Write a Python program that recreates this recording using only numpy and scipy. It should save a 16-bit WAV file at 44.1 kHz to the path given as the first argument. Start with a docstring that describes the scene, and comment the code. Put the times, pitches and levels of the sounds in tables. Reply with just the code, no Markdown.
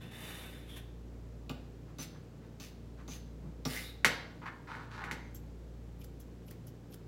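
"""A dog is groomed on a table in a small salon, where two ventilation fans hum and slowly beat throughout.
First a steel comb slides off the table top, its teeth chattering by friction. It is pulled four times
through the coat, whose hairs pluck the teeth, then lands on the table, scrapes along it and drops with
a clack. Next, shears are dragged over the table in stick-slip motion and picked up. Last, they spring
open and snip three times: the blades squeak, crunch through hair and click shut."""
import sys
import numpy as np
from scipy import signal
from scipy.fft import rfft, irfft
from scipy.io import wavfile
from scipy.ndimage import map_coordinates

SR = 44100
rng = np.random.default_rng(int(sys.argv[2]) if len(sys.argv) > 2 else 0)


def inscribe(sig):
    """Save sig as 16-bit PCM at rate SR to the path in sys.argv[1].

    A 1-D sig is mono; a 2-D sig holds one channel per row.
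    Samples are clipped to [-1, 1] before scaling.
    """
    pcm = np.round(np.clip(np.atleast_2d(sig).T, -1, 1) * 32767)
    wavfile.write(sys.argv[1], SR, pcm.astype(np.int16))


N = 311787
TIME = np.arange(N) / SR

# Comb strokes, four on the coat and the last on the table: (time [s], rise [s], fall [s], level [dB],
# relative hiss [dB], tick [dB], thud [dB], pitch of the struck teeth [Hz], relative singing [dB])
COMB_STROKES = [(1.4946, .004, 0.042, -60, -4, -20.5, -7, 2700, -13),
                (1.985, 0.043, 0.026, -47, -2, -29, -13, 5880, -5),
                (2.5995, 0.023, 0.078, -51, -5.5, -27.5, -21.5, 6250, -11),
                (3.0786, 0.064, 0.054, -53, -4.5, -29, -15, 6400, -1),
                (3.652, 0.07, 0.18, -47, 3, -13, -2.5, 5550, -28)]
# Comb pushes over the table: (time [s], rise [s], fall [s], level [dB], relative treble [dB])
COMB_PUSHES = [(.007, .008, 0.13, -52.5, -9.5), (0.11, 0.13, 0.45, -47, -3), (.675, 0.033, 0.091, -61, 2),
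               (.76, 0.012, 0.021, -48.5, -1)]
# Resonances of the steel comb: (frequency [Hz], bandwidth [Hz], relative level [dB])
COMB_RESONANCES = [(1836, 77, -0.5), (2360, 82, 15.5), (2580, 52, -6.5), (2760, 40, 10.5), (3518, 90, 12.5),
                   (3755, 60, 4.5), (4870, 55, -12.5), (6300, 190, -12.5), (6920, 66, -11),
                   (10900, 70, 10.5), (12400, 300, -3), (14100, 140, -4.5)]
# Shears springing open: (time [s], level [dB], squeak pitch [Hz], blade ring [dB])
SHEAR_OPENINGS = [(5.344, -53, 11840, -51), (6.198, -60, 10500, -66), (6.666, -58.5, 10800, -78)]
# Shears closing: (time of click [s], click [dB], blade ring [dB], bite [dB], lead of the bite [s])
SHEAR_SNIPS = [(6.0445, -32, -63, -61, 0.036), (6.5105, -26.5, -70, -62.5, 0.034),
               (6.9432, -27, -67, -62.5, .025)]
# Tools striking the table: (time [s], strike drive [dB], rattle [dB], thud [dB])
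TOOL_KNOCKS = [(4.046, 1.5, 5, -9.5), (4.4605, -33, -35, -28.5), (4.751, -27, -33, -17.5),
               (4.833, -40, -38, -44), (5.0395, -20.5, -24, -20.5), (5.1115, -15.5, -13.5, -16.5),
               (6.5112, -47, -33.5, -31)]
# Shears dragged over the table: (time [s], rise [s], fall [s], level [dB], relative edge hiss [dB])
SHEAR_DRAGS = [(4.415, 0.016, 0.044, -52, -17), (4.457, .003, 0.056, -44.5, -20),
               (4.672, 0.019, 0.2, -49, -9.5), (4.91, .02, .11, -55.5, 0.5),
               (4.975, .065, 0.15, -48.5, -21)]
# Steel tips skidding: (time [s], duration [s], first pitch [Hz], last pitch [Hz], level [dB])
TIP_SKIDS = [(0.662, .15, 3410, 3320, -58.5), (3.738, 0.069, 1762, 2290, -45.5),
             (3.794, .14, 3520, 3934, -55), (5.113, .2, 2160, 2054, -62)]
# The hand brushing the coat: (time [s], level [dB])
HAND_BRUSHES = [(1.86, -67.5), (2.12, -64.5), (2.405, -65.5), (2.965, -61)]
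# Dull shuffles on the table: (time [s], rise [s], fall [s], level [dB])
TABLE_SHUFFLES = [(.01, .01, .16, -55), (3.405, .045, .065, -47), (3.52, .02, .05, -55)]
# Normal modes of blades and table: (frequency [Hz], relative level [dB], 60 dB decay time [s])
BLADE_RESONANCES = [(6370, -13, 0.1), (7600, -9, 0.19), (9250, -47, .12), (12300, -4, 0.03),
                    (12500, 2, 0.035), (15500, -22, .05)]
TABLE_RESONANCES = [(242, -6, 0.44), (253.6, -8, 0.46), (465, -9.5, 0.31), (518, -10, 0.34),
                    (688.6, -7, 0.24), (1359, 2.5, .19), (1490, 2, 0.18), (1690, -4.5, .2),
                    (1863, 0.5, 0.17), (2110, 5.5, 0.16), (2231, 1, 0.12), (3000, 0.5, 0.11),
                    (4380, -16.5, .15)]
# Reverberation of the salon: (frequency [Hz], 60 dB decay time [s])
SALON_T60 = [(150, 0.31), (500, 0.87), (1500, 0.49), (4000, 0.55), (8000, 0.27), (15000, 0.31)]
# Overtones of the fan motor: (frequency [Hz], level [dB])
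MOTOR_OVERTONES = [(92.3, -59.5), (115.95, -53.5), (173.7, -59), (231.8, -62), (290, -64.5), (465.5, -70)]

# Spectral envelopes: (frequency [Hz], relative spectral density [dB])
TEETH_SPECTRUM = [(400, -7), (1200, -8.5), (2100, -8), (2800, 0.5), (3300, -4), (4200, -1), (5200, -3),
                  (6400, -13.5), (7400, -4.5), (8400, -22), (11000, -16.5), (16000, -12.5)]  # plucked teeth
HISS_SPECTRUM = [(2000, 20), (5000, -2), (8000, 0.5), (9000, 10.5), (11000, 6.5), (13000, 0.5), (14400, -5),
                 (16000, -8)]  # teeth running through hair or over the table
SLIDE_SPECTRUM = [(400, 4), (550, 1), (1000, -5.5), (1600, -0.5), (2300, -2.5), (3000, 1.5), (3250, -6),
                  (3700, -0.5), (4300, -10), (8400, -9.5), (12200, -8.5), (16000, -13)]  # comb scraping the table
THUD_SPECTRUM = [(70, -30), (125, 6.5), (155, 3), (190, -12), (250, 4), (320, -9), (410, -5.5), (510, -10),
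                 (620, -15.5), (1000, -15), (2000, -36), (5000, -60.5)]  # dull thuds and rubs
BLADE_SPECTRUM = [(2000, -36), (5600, 6), (7500, -2.5), (8600, -23), (10800, -13), (12400, 5), (13600, -1),
                  (14600, -12), (16000, 3)]  # blade sliding on blade
CUT_SPECTRUM = [(700, -29), (1450, -8), (2100, -37), (3100, 12.5), (4100, 7), (5500, 13.5), (7000, -9.5),
                (8300, -6), (10800, 11.5), (12000, -3), (15500, -19)]  # hair between the blades
CLICK_SPECTRUM = [(500, -18), (1400, 8), (3000, -14), (6000, -13), (8200, -3), (10500, 8), (12000, -14),
                  (13600, 15), (14600, 7), (15600, 5)]  # blades meeting their stop
RATTLE_SPECTRUM = [(200, -6), (330, -5.5), (480, 0.5), (750, -5), (1100, 1.5), (1450, -4.5), (2100, -1),
                   (2650, -2.5), (3100, -3.5), (3800, -6), (4600, -8.5), (6000, -11), (8600, -16.5),
                   (9400, -23.5), (10300, -16), (15500, -28)]  # steel settling on the table
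DRAG_SPECTRUM = [(300, -12), (650, -7), (950, 8.5), (1400, 5), (1750, 3.5), (2080, -1.5), (2700, -8.5),
                 (4500, -22), (8000, -44.5)]  # rubbed table top
EDGE_SPECTRUM = [(1500, 5), (2800, -2.5), (4200, -2.5), (5400, -11), (7000, -15), (9000, -24), (16000, -37)]  # hiss of a dragged edge
RUMBLE_SPECTRUM = [(15, -6), (40, 9.5), (60, -15), (75, -12), (92, 14), (115, 9.5), (150, 25), (200, 6.5),
                   (280, -23)]  # duct rumble
AIR_SPECTRUM = [(120, -27.5), (200, -4), (240, -2.5), (300, -4), (465, -7.5), (683, -16.5), (1060, -22.5),
                (2500, -30), (7500, -37.5), (8600, -44.5), (16000, -78)]  # rushing air


def comb_strokes(bite=0.5, ping_db=-2, cushion_hz=500):
    """Plucked vibration: the comb lands on coat or table, then its teeth catch, sing and hiss."""
    teeth_envelope, hiss_envelope = gestures(COMB_STROKES, bite)
    times, tick_db, thud_db = np.transpose(COMB_STROKES)[[0, 5, 6]]
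    plucks = teeth_envelope * friction(per_s=1200, spread_db=-0.5)
    plucks += impacts(times, tick_db, t60=0.037)
    steel = from_db(-2.5) * coloured(plucks, TEETH_SPECTRUM) + from_db(-22) * comb_ring(plucks)
    for start, rise, fall, db, _, landing_db, _, hz, sing_db in COMB_STROKES:
        ping = clicks([start], landing_db + ping_db)
        singing = gesture(start, rise / 2, fall, db + sing_db, bite) * rng.standard_normal(N)
        steel += struck_teeth(ping + singing, hz)
    slips = hiss_envelope * friction(per_s=6800, spread_db=-2)
    hiss = from_db(-7.5) * coloured(slips, HISS_SPECTRUM) + from_db(-8.5) * teeth_ring(slips)
    thud = coloured(impacts(times + 0.003146, thud_db, t60=0.073), THUD_SPECTRUM)
    # Each landing gives the table a soft push; on the coat, the dog's body is the cushion.
    push = butterworth(clicks(times + 0.00494, thud_db), cushion_hz, "low")
    return steel + hiss + from_db(-1) * thud + from_db(-36) * ring(push, TABLE_RESONANCES)


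def comb_slide(crossover_hz=4500, treble_exponent=1.23):
    """Sliding friction: the teeth chatter over the table, brighter with speed, and the comb resonates."""
    bass, treble = 0, 0
    for start, rise, fall, db, treble_db in COMB_PUSHES:
        speed = gesture(start, rise, fall, 0, bite=0.34)
        bass += from_db(db) * speed
        treble += from_db(db + treble_db) * speed ** treble_exponent
    slips = friction(per_s=12000, spread_db=1.2)
    chatter = bass * butterworth(slips, crossover_hz, "low", order=3)
    chatter += treble * butterworth(slips, crossover_hz, "high", order=3)
    scrape = from_db(-2.5) * coloured(chatter, SLIDE_SPECTRUM) + from_db(-9) * comb_ring(chatter)
    scrape += from_db(-9.5) * butterworth(teeth_ring(chatter), [10000, 14800])  # the tips shimmer
    # A reflection off the table interferes, over a path that changes as the comb moves.
    delay_s = 0.0012 + 0.00023 * drift(per_s=5)
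    reflection = map_coordinates(scrape, [(TIME - delay_s) * SR], order=3)
    return scrape + from_db(-11.5) * reflection


def comb_ring(drive):
    """Modal superposition: the comb's damped resonances respond in parallel."""
    t = TIME[:SR // 4]
    response = 0
    for k, (hz, width, db) in enumerate(COMB_RESONANCES):
        decay = from_db(db) * np.sqrt(width) * np.exp(-np.pi * width * t)
        response += (-1) ** k * decay * np.cos(2 * np.pi * hz * t)
    return convolve(drive, unit_energy(response))


def teeth_ring(drive, width_hz=70, count=26):
    """Free vibration: each tooth rings briefly at its own natural frequency in the treble."""
    t = TIME[:SR // 10]
    pitches = np.linspace(4500, 15500, count) + rng.uniform(-180, 180, count)
    tones = np.sin(2 * np.pi * np.outer(pitches, t)).sum(0)
    return convolve(drive, unit_energy(np.exp(-np.pi * width_hz * t) * tones))


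def struck_teeth(drive, hz, width_hz=540):
    """Modal overlap: many teeth of nearly equal pitch ring as one narrow band."""
    response = butterworth(burst(t60=0.048), [hz - width_hz / 2, hz + width_hz / 2])
    return convolve(drive, unit_energy(response))


def shears(open_rise_s=0.007, shut_rise_s=0.008):
    """Friction and impact: blades open with a tick and a zip, then squeak, cut hair and click shut."""
    slides, contacts, squeaks = [], [], 0
    for start, db, hz, ring_db in SHEAR_OPENINGS:
        slides.append((start, open_rise_s, 0.03, db, -8.5))
        contacts.append((start + open_rise_s / 2, db + 22.5, ring_db))
        squeaks += blade_squeak(start, length=0.011, hz=hz, db=db - 1)
    for shut, click_db, ring_db, bite_db, lead in SHEAR_SNIPS:
        bite_time = shut - lead
        slides.append((bite_time, 0.0084, 0.013, bite_db, -2))  # the blades first meet the hair
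        slides.append((shut - shut_rise_s, shut_rise_s, 0.0087, -55.5, -2))  # the tips cut the last
        contacts.append((shut, click_db, ring_db))
        squeaks += blade_squeak(bite_time - 0.022, length=0.042, hz=11270, db=bite_db - 7)
        squeaks += blade_squeak(bite_time, length=0.021, hz=2580, db=bite_db - 4.5)  # the hair rasps
    steel_envelope, hair_envelope = gestures(slides, bite=0.3)
    slips = friction(per_s=3500, spread_db=1.5)
    sliding = coloured(steel_envelope * slips, BLADE_SPECTRUM)
    crunch = coloured(hair_envelope * slips, CUT_SPECTRUM)
    times, click_db, ring_db = np.transpose(contacts)
    ticks = coloured(impacts(times, click_db, t60=0.011), CLICK_SPECTRUM)
    return sliding + crunch + squeaks + ticks + ring(clicks(times, ring_db), BLADE_RESONANCES)


def blade_squeak(start, length, hz, db, glide=1.1, blade_ratio=1.1, width_hz=320):
    """Friction-driven resonance: both blades squeak, rising in pitch as their crossing point travels."""
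    upper_hz = hz * blade_ratio
    lower = squeak(start, length, hz, hz * glide, width_hz, db)
    return lower + squeak(start, length, upper_hz, upper_hz * glide, width_hz, db - 3.5)


def knocks():
    """Impact excitation: the steel rattles as it settles, and the table thuds and rings."""
    times, strike_db, rattle_db, thud_db = np.transpose(TOOL_KNOCKS)
    rattle = coloured(impacts(times + 0.001, rattle_db, t60=0.099), RATTLE_SPECTRUM)
    thud = coloured(impacts(times + 0.00625, thud_db, t60=0.25), THUD_SPECTRUM)
    return rattle + thud + from_db(-46.5) * ring(clicks(times, strike_db), TABLE_RESONANCES)


def clacks(band_hz=(1350, 2400)):
    """Transient response: the table top radiates a few cycles after each hard strike."""
    times, strike_db = np.transpose(TOOL_KNOCKS)[:2]
    return from_db(16.5) * butterworth(clicks(times + 0.0003, strike_db), band_hz, order=3)


def drags():
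    """Stick-slip excitation: the dragged shears drive the table's modes while their edge hisses."""
    top_envelope, edge_envelope = gestures(SHEAR_DRAGS, bite=0.67)
    slips = friction(per_s=3200, spread_db=1.7)
    judder = from_db(0.5 * drift(per_s=53))  # the steel catches and lets go
    slips = unit_rms(slips * judder)
    top = coloured(top_envelope * slips, DRAG_SPECTRUM)
    hiss = coloured(edge_envelope * slips, EDGE_SPECTRUM)
    return from_db(1) * top + from_db(-55) * ring(top, TABLE_RESONANCES) + hiss


def skids(width_hz=200, third_db=-14):
    """Stick-slip oscillation: steel tips squeak on the table, with a faint third harmonic."""
    out = 0
    for start, length, from_hz, to_hz, db in TIP_SKIDS:
        out += squeak(start, length, from_hz, to_hz, width_hz, db)
        out += squeak(start, length, 3 * from_hz, 3 * to_hz, width_hz, db + third_db)
    return out


def squeak(start, length, from_hz, to_hz, width_hz, db):
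    """Narrow-band noise: an unsteady stick-slip resonance swells, glides and fades."""
    out, n, onset = np.zeros(N), int(length * SR), int(start * SR)
    waver = butterworth(rng.standard_normal((2, SR // 2)), width_hz, "low")[:, -n:]
    phase = 2 * np.pi * np.cumsum(np.linspace(from_hz, to_hz, n)) / SR
    tone = unit_rms(waver[0] * np.cos(phase) + waver[1] * np.sin(phase))
    swell = from_db(db) * np.sin(np.linspace(0, np.pi, n))
    out[onset:onset + n] = (swell * tone)[:N - onset]
    return out


def brushes(rise_s=0.036, fall_s=0.036):
    """Friction noise: the hand swishes softly over the coat between strokes."""
    envelope = sum(gesture(start, rise_s, fall_s, db) for start, db in HAND_BRUSHES)
    rub = envelope * rng.standard_normal(N)
    return coloured(rub, DRAG_SPECTRUM) + from_db(-7) * coloured(rub, EDGE_SPECTRUM)


def shuffles(boom_hz=(145, 185)):
    """Forced vibration: a soft rub sets the table booming."""
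    boom = unit_rms(butterworth(rng.standard_normal(N), boom_hz))
    rub = from_db(-7) * coloured(rng.standard_normal(N), THUD_SPECTRUM)
    return sum(gesture(*row) for row in TABLE_SHUFFLES) * (boom + rub)


def salon(sound, early_db=-5.5, tail_db=-8, build_s=0.012, echoes=40):
    """Reverberation: echoes off table, mirror and walls, then a diffuse tail, longest near 500 Hz."""
    t = TIME[:SR]
    edges_hz = np.geomspace(60, 20000, 10)
    tail = 0
    for low, high in zip(edges_hz, edges_hz[1:]):
        t60 = at_hz(SALON_T60, np.sqrt(low * high))
        tail += butterworth(rng.standard_normal(SR), [low, high]) * from_db(-60 * t / t60)
    tail *= 1 - np.exp(-t / build_s)
    early = np.zeros(SR)
    early[(rng.uniform(0.001, 0.02, echoes) * SR).astype(int)] = rng.standard_normal(echoes)
    return convolve(sound, from_db(early_db) * unit_energy(early) + from_db(tail_db) * unit_energy(tail))


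def ventilation(fan_hz=57.78, beat_s=2.25, antiphase_s=2.3):
    """Beats: two fans of nearly equal speed interfere, over motor hum, duct rumble and rushing air."""
    radians_per_hz = 2 * np.pi * (TIME - antiphase_s)
    loud_fan = from_db(-52) * np.sin(fan_hz * radians_per_hz + 0.15 * drift(per_s=4.7))
    soft_fan = from_db(-58) * np.sin((fan_hz + 1 / beat_s) * radians_per_hz)
    hum = 0
    for hz, db in MOTOR_OVERTONES:
        wavering_gain = from_db(db + 2.5 * drift(per_s=6.3))
        hum += wavering_gain * np.sin(2 * np.pi * hz * TIME + 0.3 * drift(per_s=8.1))
    rumble = from_db(-59) * coloured(rng.standard_normal(N), RUMBLE_SPECTRUM)
    air = from_db(-56.5) * coloured(rng.standard_normal(N), AIR_SPECTRUM)
    return np.sqrt(2) * (loud_fan - soft_fan) + hum + rumble + air


def gesture(start, rise, fall, db, bite=0.22):
    """Amplitude envelope: contact starts at the share `bite` of full speed, swells and fades."""
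    t = TIME - start
    swell = bite + (1 - bite) * np.clip(t / rise, 0, 1)
    fade = np.exp(-2 * np.clip((t - rise) / fall, 0, 10) ** 2)
    return from_db(db) * (t > 0) * swell * fade


def gestures(rows, bite):
    """Superposed envelopes, main and hiss: (time [s], rise [s], fall [s], level [dB], hiss [dB])."""
    shapes = [gesture(*row[:4], bite) for row in rows]
    return sum(shapes), sum(shape * from_db(row[4]) for shape, row in zip(shapes, rows))


def friction(per_s, spread_db):
    """Shot noise: random micro-slips of uneven size, at unit rms."""
    sizes = from_db(spread_db * np.minimum(rng.exponential(1, N), 4)) * rng.standard_normal(N)
    return unit_rms(sizes * (rng.random(N) < per_s / SR))


def clicks(times, db):
    """Impulse excitation: one sample per contact."""
    out = np.zeros(N)
    out[np.round(np.asarray(times) * SR).astype(int)] = from_db(db)
    return out


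def burst(t60):
    """Exponential decay: a dying cloud of tiny contacts, of unit energy."""
    t = TIME[:SR // 2]
    return unit_energy(rng.standard_normal(len(t)) * from_db(-60 * t / t60))


def impacts(times, db, t60):
    """Multiple contact: each impulse spreads into a short noise burst."""
    return convolve(clicks(times, db), burst(t60))


def ring(drive, modes):
    """Normal modes: each impulse sets off a sum of damped sines."""
    t = TIME[:SR]
    response = sum((-1) ** k * from_db(db - 60 * t / t60) * np.sin(2 * np.pi * hz * t)
                   for k, (hz, db, t60) in enumerate(modes))
    return convolve(drive, response)


def coloured(x, spectrum, size=4096):
    """Minimum-phase filtering at unit energy, falling away below the spectrum's lowest point."""
    hz = np.maximum(np.fft.rfftfreq(size, 1 / SR), 1)
    gain = from_db(at_hz(spectrum, hz)) * np.minimum(hz / spectrum[0][0], 1) ** 2
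    cepstrum = irfft(np.log(gain + 1e-6))
    cepstrum[1:size // 2] *= 2  # folding onto positive time makes the response causal
    cepstrum[size // 2 + 1:] = 0
    return convolve(x, unit_energy(irfft(np.exp(rfft(cepstrum)))))


def butterworth(x, hz, kind="band", order=2):
    """Maximally flat filtering: band-, low- or high-pass."""
    return signal.sosfilt(signal.butter(order, hz, kind, fs=SR, output="sos"), x)


def convolve(x, response):
    """Convolution: a sound passes through an impulse response."""
    return signal.oaconvolve(x, response)[:N]


def drift(per_s):
    """Random modulation: a smooth curve with a spread near 1."""
    knots = rng.standard_normal(4096)
    coarse = TIME[::32]
    return np.interp(TIME, coarse, map_coordinates(knots, [coarse * per_s], order=3, mode="wrap"))


def at_hz(points, hz):
    """Interpolation of a table on a log-frequency axis."""
    frequencies, values = np.transpose(points)
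    return np.interp(np.log(np.maximum(hz, 1)), np.log(frequencies), values)


def from_db(db):
    """Amplitude ratio of a level in decibels."""
    return 10 ** (np.asarray(db) / 20)


def unit_rms(x):
    """Normalisation to a mean square of 1."""
    return x / np.sqrt(np.mean(x ** 2) + 1e-20)


def unit_energy(x):
    """Normalisation to a sum of squares of 1."""
    return x / np.linalg.norm(x)


def scene():
    """Superposition of direct sound, reverberation and fans; clacks and snips excite the room less."""
    handling = comb_slide() + skids() + comb_strokes() + brushes() + shuffles() + drags() + knocks()
    clacking, snipping = clacks(), shears()
    echo = salon(handling + from_db(-4) * clacking + from_db(-5.5) * snipping)
    return (handling + clacking + snipping + echo + ventilation())[None]


def record(dry, cutoff_hz=15900):
    """Band limiting: a steep low-pass removes the highest treble."""
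    return signal.sosfilt(signal.ellip(10, 0.2, 70, cutoff_hz, fs=SR, output="sos"), dry)


dry = scene()
out = record(dry)
inscribe(out)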